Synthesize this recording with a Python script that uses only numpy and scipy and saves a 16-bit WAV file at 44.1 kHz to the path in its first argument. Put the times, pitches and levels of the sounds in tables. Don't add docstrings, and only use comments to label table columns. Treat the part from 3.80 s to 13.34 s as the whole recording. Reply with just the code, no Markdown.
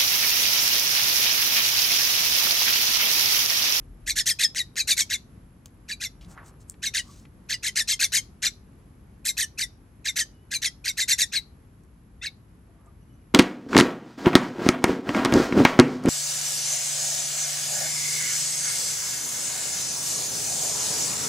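import sys
import numpy as np
from scipy import signal
from scipy.fft import rfft, irfft
from scipy.io import wavfile

SR = 44100
rng = np.random.default_rng(int(sys.argv[2]) if len(sys.argv) > 2 else 0)


def wav_out(sig):
    wavfile.write(sys.argv[1], SR, np.round(np.clip(np.atleast_2d(sig).T, -1, 1) * 32767).astype(np.int16))


N = 420713


def amp(db):
    return 10 ** (np.asarray(db) / 20)


def unit(x):
    return x / np.sqrt(np.mean(x ** 2) + 1e-20)


def read(points, hz):
    f, value = np.transpose(points)
    return np.interp(np.log(hz + 1), np.log(f + 1), value)


def add(mix, start_s, sound):
    part = mix[round(start_s * SR):][:len(sound)]
    part += sound[:len(part)]


def noise(count, shape):
    spectrum = rfft(rng.standard_normal(count))
    return unit(irfft(spectrum * shape(np.fft.rfftfreq(count, 1 / SR)), count))


def band(hz, width_hz):
    return lambda f: 1 / (1 + (2 * (f - hz) / width_hz) ** 2)


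def wobble(count, rate_hz):
    return noise(count, lambda f: 1 / (1 + (f / rate_hz) ** 4))


# frequency in Hz, density in dB per Hz before overall scaling.
AIR_COLOUR = [(20, -27.5), (33, -11), (47, 4.5), (62, 1), (130, -2.5), (250, -8.5), (400, -16.5),
              (600, -23.5), (1100, -25.5), (2000, -32), (4000, -41), (7000, -42.5), (9600, -46.5),
              (11200, -28), (11600, -42.5), (11900, -72.5)]
# frequency in Hz, left-right likeness (1 = identical).
AIR_LIKENESS = [(50, 0.97), (220, 0.97), (450, 0.62), (900, 0.095), (2500, 0.44), (7000, 0.11), (8500, 1),
                (11500, 0.98)]
AIR_DB = -50.5


def background(thrum_db=-47, thrum_hz=42):
    hz, t = np.fft.rfftfreq(N, 1 / SR), np.arange(N) / SR
    left, other = rfft(rng.standard_normal((2, N)))
    same = np.clip(read(AIR_LIKENESS, hz), -1, 1)
    right = same * left + np.sqrt(1 - same ** 2) * other
    air = unit(irfft(np.array([left, right]) * amp(read(AIR_COLOUR, hz)), N))
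    air_db = AIR_DB + .6 * wobble(N, 4.1) + np.interp(t, [3, 8], [.8, -.8])
    thrum = noise(N, lambda f: band(thrum_hz, 16)(f) ** 2)
    thrum *= np.interp(t, [.2, .6], [1, 0])
    return air * amp(air_db) + amp(thrum_db) * thrum


def whistles(rows, waver=.015, flutter_db=3):
    out = np.zeros(N)
    for start_s, length_s, db, start_hz, end_hz in rows:
        count = int(length_s * SR)
        hz = np.linspace(start_hz, end_hz, count) * (1 + waver * wobble(count, 56))
        level = amp(db + flutter_db * wobble(count, 25)) * signal.windows.tukey(count, .7)
        add(out, start_s, level * np.sin(2 * np.pi * np.cumsum(hz) / SR))
    return out


# start in seconds, length in seconds, level in dB,
# start pitch in Hz, end pitch in Hz.
FAR_CALLS = [(6.45, 0.33, -77, 2930, 2970), (8.86, 0.29, -70, 687, 674), (8.93, 0.21, -71, 1190, 1192),
             (9.15, .39, -79.5, 2946, 2960), (9.17, 0.27, -84.5, 5850, 6020)]


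def far_calls():
    return whistles(FAR_CALLS, waver=0.012, flutter_db=6.5)


# start in seconds, level in dB before the decay,
# centre in Hz, width in Hz, decay in seconds.
TICKS = [(1.858, -38.5, 6850, 9100, 0.0027), (2.411, -54, 3430, 6100, 0.029),
         (2.447, -51, 4000, 6000, 0.0034), (2.577, -41, 1520, 700, 0.021),
         (2.898, -13.5, 8700, 1690, 0.0004), (2.907, -63, 5970, 6000, .004),
         (2.941, -52, 2420, 3000, 0.0038), (3.453, -49.5, 2160, 2500, 0.0044),
         (8.035, -64.5, 7900, 6000, .0047), (9.06, -64, 7970, 2494, 0.0064)]


def ticks(rows):
    out, t = np.zeros(N), np.arange(SR // 6) / SR
    for start_s, db, hz, width_hz, decay_s in rows:
        envelope = np.exp(-t / decay_s) * (1 - np.exp(-t / .0001))
        add(out, start_s, amp(db) * noise(len(t), band(hz, width_hz)) * envelope)
    return out


# start in seconds, length in seconds, level in dB before the swell,
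# centre in Hz, width in Hz.
BRUSHES = [(2.387, 0.43, -55.5, 1040, 1240), (2.42, 0.11, -49, 182, 50), (2.469, 0.094, -56, 7200, 6150),
           (2.63, 0.088, -56, 7400, 6150), (2.79, 0.055, -62, 7250, 6100), (2.868, 0.076, -56, 8500, 3980),
           (3.147, 0.35, -57.5, 6100, 6160), (3.224, 0.13, -60, 1130, 250), (8.883, 0.33, -68, 1000, 900)]


def brushes():
    out = np.zeros(N)
    for start_s, length_s, db, hz, width_hz in BRUSHES:
        count = int(length_s * SR)
        level = amp(db + 1.9 * wobble(count, 90)) * np.hanning(count)
        add(out, start_s, level * noise(count, band(hz, width_hz)))
    return out


# start in seconds, level in dB before the decay.
SNAPS = [(0.589, -36.5), (.748, -28), (.957, -29), (4.193, -31), (4.3211, -27.5), (5.569, -27.5)]
SNAP_HZ, SNAP_WIDTH_HZ, SNAP_DECAY_S = 3800, 6600, 0.00085


def bill_snaps():
    return ticks([(start_s, db, SNAP_HZ, SNAP_WIDTH_HZ, SNAP_DECAY_S) for start_s, db in SNAPS])


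LEAP_GAP_S, LEAP_RISE_S, LEAP_FALL_S = .0205, .0048, .0058
SAG_HZ_PER_S = 2300


def pitch(t, voice_hz, closing_hz):
    opening_hz, first_hz, crest_hz = voice_hz
    hz = opening_hz
    leaps = ((t + LEAP_GAP_S, first_hz, opening_hz), (t, crest_hz, closing_hz))
    for since, top, rest in leaps:
        leap = hz + (top - hz) * np.exp(-(since / LEAP_RISE_S) ** 2)
        fall = rest + (top - rest) / (1 + (since / LEAP_FALL_S) ** 2)
        hz = np.where(since < 0, leap, fall)
    return hz - SAG_HZ_PER_S * np.maximum(t, 0)


def voice_phase(hz, rough):
    drift = .035 * wobble(len(hz), 80)
    jitter = .02 * wobble(len(hz), 1300)
    return 2 * np.pi * np.cumsum(hz * (1 + rough * (drift + jitter))) / SR


FIRST_SHARE, SWELL_POWER = 0.068, 1.18


def swell(t, db, attack_s, release_s):
    attack = np.clip(FIRST_SHARE + (1 - FIRST_SHARE) * (t - t[0]) / attack_s, 0, 1)
    release = np.clip((t[-1] - t) / release_s, 0, 1)
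    return amp(db) * (attack * release) ** SWELL_POWER


# opening in Hz, top of the first leap in Hz, top of the second in Hz.
LOW_VOICE_HZ = (1430, 2189, 2816)
HIGH_VOICE_HZ = (2750, 4157, 4840)
# frequency in Hz, gain in dB.
THROAT = [(1400, -7), (1800, -3), (2300, -5), (2800, -5.5), (3100, -10.5), (3500, -7.5), (3900, 2),
          (4800, 0)]
# level in dB, attack in seconds, release in seconds.
PARTS = [(-1.5, 0.022, 0.022), (0, .045, 0.019), (-3.5, .033, 0.024), (-6, 0.015, 0.031)]
# multiple of the low voice, multiple of the high, level in dB.
SUM_TONES = [(1, 1, -7), (0, 2, -7.5), (2, 1, -11.5), (1, 2, -10), (2, 0, -16.5), (2, 2, -14.5),
             (0, 3, -13.5), (3, 1, -11), (3, 0, -18), (-1, 1, -18.5)]
# frequency in Hz, gain in dB.
BILL = [(600, -33), (1300, -15.5), (1700, -2), (9000, -2.5), (11500, -4.5), (12600, -10), (13600, -28.5),
        (15500, -36.5), (16500, -54.5)]
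# frequency in Hz, density in dB per Hz before overall scaling.
RASP = [(300, -42), (640, -13), (1000, -35), (1350, -22), (1750, 3.5), (2400, -2), (3100, -3), (3800, 3),
        (4800, 1.5), (6300, 8), (9000, -5), (11000, 1), (12400, -9.5), (13600, -29), (15500, -37),
        (16500, -56)]
# effort in dB, fade-in in seconds.
EASE_IN = [(-26.5, 0.016), (-21.5, 0.0034)]
OVERHANG_S = .006
CLEAR_S, CLOSING_ROUGH = .016, .3
EASY_DB, LOW_SHARE_SLOPE = -25.5, 0.54
CREST_DIP_DB = -5


def call(start, crest, end, effort_db, low_hz, high_hz, bright_db, sum_db, falter_db=2.5, turns_db=5.0):
    t = np.arange(start, end + OVERHANG_S, 1 / SR) - crest
    count = len(t)
    closing = np.clip(t / CLEAR_S, 0, 1)
    rough = 1 + (CLOSING_ROUGH - 1) * closing
    low_path, high_path = pitch(t, LOW_VOICE_HZ, low_hz), pitch(t, HIGH_VOICE_HZ, high_hz)
    low, high = voice_phase(low_path, rough), voice_phase(high_path, rough)
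    low_gain, high_gain, sum_gain, rasp_gain = (swell(t, *part) for part in PARTS)

    low_db = read(THROAT, low_path) - LOW_SHARE_SLOPE * (effort_db - EASY_DB)
    low_gain = low_gain * amp(low_db + falter_db * rough * wobble(count, 250))
    high_gain = high_gain * amp(read(THROAT, high_path) + falter_db * rough * wobble(count, 250))
    tones = low_gain * np.sin(low) + high_gain * np.sin(high)

    crest_dip_db = CREST_DIP_DB * np.exp(-(t / LEAP_RISE_S) ** 2)
    sum_gain = sum_gain * amp(crest_dip_db + 0.41 * bright_db)
    for j, k, db in SUM_TONES:
        db = db + (j == k == 1) * sum_db * closing + turns_db * wobble(count, 53)
        tones += sum_gain * amp(db) * np.sin(j * low + k * high + .12 * wobble(count, 500))
    bill = amp(read(BILL, np.fft.rfftfreq(count, 1 / SR)))
    tones = np.sqrt(2) * irfft(rfft(tones) * bill, count)

    rasp = noise(count, lambda f: amp(read(RASP, f) + bright_db * read([(4000, 0), (9000, 1)], f)))
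    beat = unit(1 + 0.19 * np.cos(high - low) + 0.48 * wobble(count, 380))
    rasp *= rasp_gain * amp(0.32 * bright_db) * beat
    rise_s = np.interp(effort_db, *np.transpose(EASE_IN))
    return amp(effort_db) * (tones + rasp) * np.minimum((t - t[0]) / rise_s, 1)


# run-up in seconds, dB against the effort.
OPENING_LEVEL = [(.040, -25), (.044, -11)]
# start in seconds, length in seconds,
# level in dB, start pitch in Hz, end pitch in Hz.
PEEP = [(8.411, 0.023, -45, 1870, 2205), (8.413, .019, -35.5, 3525, 3800)]
OPENING_FROM_HZ, OPENING_TO_HZ, OPENING_GAP_S = 2350, 2850, 0.021


def openings():
    rows = []
    for start, crest, end, effort_db, *colour in CALL_ROWS:
        run_up_s = crest - start
        db = effort_db + np.interp(run_up_s, *np.transpose(OPENING_LEVEL))
        rows.append((start, run_up_s - OPENING_GAP_S, db, OPENING_FROM_HZ, OPENING_TO_HZ))
    return whistles(rows + list(PEEP), waver=.012, flutter_db=4.0)


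# start in seconds, crest in seconds, end in seconds, effort in dB,
# closing pitch of the low voice in Hz, closing pitch of the high voice in Hz, brightness in dB,
# lift of the plain sum tone in the closing note in dB.
CALL_ROWS = [(0.26, 0.3012, 0.328, -25.5, 2182.0, 3503.0, 2.5, 6.5),
             (0.353, 0.393, 0.421, -22, 1816.0, 3266.0, 3, 8),
             (0.454, 0.495, 0.528, -21.0, 1796.0, 3190.0, 6.5, 9.5),
             (0.586, 0.6306, 0.6653, -22, 1835.0, 3323.0, 2, 12.5),
             (0.745, 0.786, 0.824, -25.5, 1947.0, 3820.0, -3, -3.0),
             (0.956, 0.997, 1.027, -24.5, 2395.0, 3880.0, -2.5, 5),
             (1.07, 1.111, 1.143, -19.0, 2304.0, 3530.0, 1.5, -5),
             (1.164, 1.202, 1.2332, -20.5, 2260.0, 3154.0, 6.0, 0),
             (1.292, 1.333, 1.365, -24.5, 2129.0, 3510.0, -3.5, -6.0),
             (2.078, 2.1188, 2.1438, -31.5, 2348.0, 3873.0, -5.5, 10.5),
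             (2.197, 2.2422, 2.2762, -30.5, 2083.0, 3507.0, -0.5, 9),
             (3.017, 3.06, 3.094, -27.5, 2130.0, 3686.0, -1.5, 5.0),
             (3.133, 3.176, 3.211, -23.5, 1940.0, 2896.0, -3.5, 5),
             (3.685, 3.725, 3.759, -25.5, 2007.0, 2850.0, -5.0, 6.0),
             (3.823, 3.867, 3.902, -25, 2060.0, 3067.0, 1, 2.0),
             (3.951, 3.993, 4.029, -23.0, 1813.0, 3520.0, 2.5, 1),
             (4.072, 4.115, 4.151, -22.0, 2122.0, 3200.0, 1.0, 0),
             (4.192, 4.2362, 4.2667, -20.5, 2127.0, 3380.0, 1.5, 1),
             (4.318, 4.363, 4.3994, -21, 2163.0, 3127.0, 4.5, -5),
             (4.618, 4.66, 4.69, -20.5, 2176.0, 3510.0, -3.0, 5.5),
             (5.443, 5.481, 5.515, -25, 2128.0, 3710.0, 9, 7.0),
             (5.567, 5.612, 5.6492, -25.5, 1816.0, 2990.0, 9, -7.5),
             (5.773, 5.817, 5.853, -28, 1992.0, 3615.0, 4, 2.5),
             (6.241, 6.277, 6.312, -26.5, 2124.0, 3654.0, -2, 6),
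             (6.354, 6.395, 6.434, -22.5, 1809.0, 3094.0, 1.5, 3.5),
             (6.704, 6.743, 6.777, -26, 2310.0, 3960.0, -1.5, 10.5),
             (6.814, 6.8527, 6.8873, -22.5, 2004.0, 3210.0, -4, 5.5),
             (7.039, 7.082, 7.115, -25.0, 2177.0, 3650.0, -3.5, 11),
             (7.167, 7.208, 7.2448, -23.0, 2056.0, 3630.0, -1, 6),
             (7.275, 7.3134, 7.3483, -20, 2014.0, 3570.0, 3.5, 6),
             (7.377, 7.412, 7.449, -21, 1886.0, 3600.0, 6.5, 5.5),
             (7.516, 7.56, 7.593, -24.5, 2125.0, 3860.0, -8, -10.0),
             (8.414, 8.464, 8.4876, -30, 2154.0, 3580.0, -16, -15)]
SCATTER_DB = -10


def myna():
    out, t = np.zeros((2, N)), np.arange(SR // 50) / SR
    for row in CALL_ROWS:
        sound = call(*row)
        for side in out:
            scatter = rng.standard_normal(len(t)) * np.exp(-t / .0025)
            scatter *= amp(SCATTER_DB) / np.linalg.norm(scatter)
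            scatter[0] += 1
            add(side, row[0], signal.fftconvolve(sound, scatter))
    return out


# frequency in Hz, time to fall 60 dB in seconds.
ROOM_T60 = [(500, .2), (2000, 0.18), (5500, 0.29), (9000, 0.13), (14000, 0.28)]
# delay in seconds, left level in dB, right level in dB.
ECHOES = [(.0063, -22, -19.5), (0.0118, -16, -19.5), (0.0224, -22, -25)]


def room(x, tail_db=-20):
    t = np.arange(SR // 2) / SR
    hz, s, z = signal.stft(rng.standard_normal((2, len(t))), SR, nperseg=256)
    decay = amp(-60 * s / read(ROOM_T60, hz)[:, None])
    tail = signal.istft(z * decay, SR, nperseg=256)[1][:, :len(t)]
    tail *= np.minimum(t / 0.0009, 1)
    response = amp(tail_db) * tail / np.linalg.norm(tail[0])
    response[:, 0] += 1
    for delay_s, left_db, right_db in ECHOES:
        response[:, round(delay_s * SR)] += amp([left_db, right_db])
    return signal.fftconvolve(x, response, axes=1)[:, :N]


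def scene():
    bird = myna() + openings() + bill_snaps()
    hand = ticks(TICKS) + brushes()
    return room(bird + hand + far_calls()) + background()


# frequency in Hz, lead of the left in radians.
PORT_PHASE = [(0, 0), (900, 0), (1450, -.8), (2100, 0), (3700, .7), (6700, .15), (7600, .7), (8400, 0),
              (8900, -.1), (9800, -2.9), (10400, -3.3), (11700, -6.2), (12400, -6.4), (16000, -14.5)]
# frequency in Hz, left over right in dB.
PORT_BALANCE = [(100, 1.4), (700, 1.5), (1550, -2), (2400, 1.5), (5000, 1.4), (7300, 1.5), (8300, 0)]
EDGE_HZ = 16500


def record(dry):
    hz = np.fft.rfftfreq(N, 1 / SR)
    half_phase = np.exp(.5j * np.interp(hz, *np.transpose(PORT_PHASE)))
    half = amp(read(PORT_BALANCE, hz) / 2) * half_phase
    ports = irfft(rfft(dry) * np.array([half, 1 / half]), N)
    low_pass = signal.firwin(511, EDGE_HZ, window=("kaiser", 9), fs=SR)
    return signal.oaconvolve(ports, low_pass[None], "same")


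dry = scene()
out = record(dry)
wav_out(out)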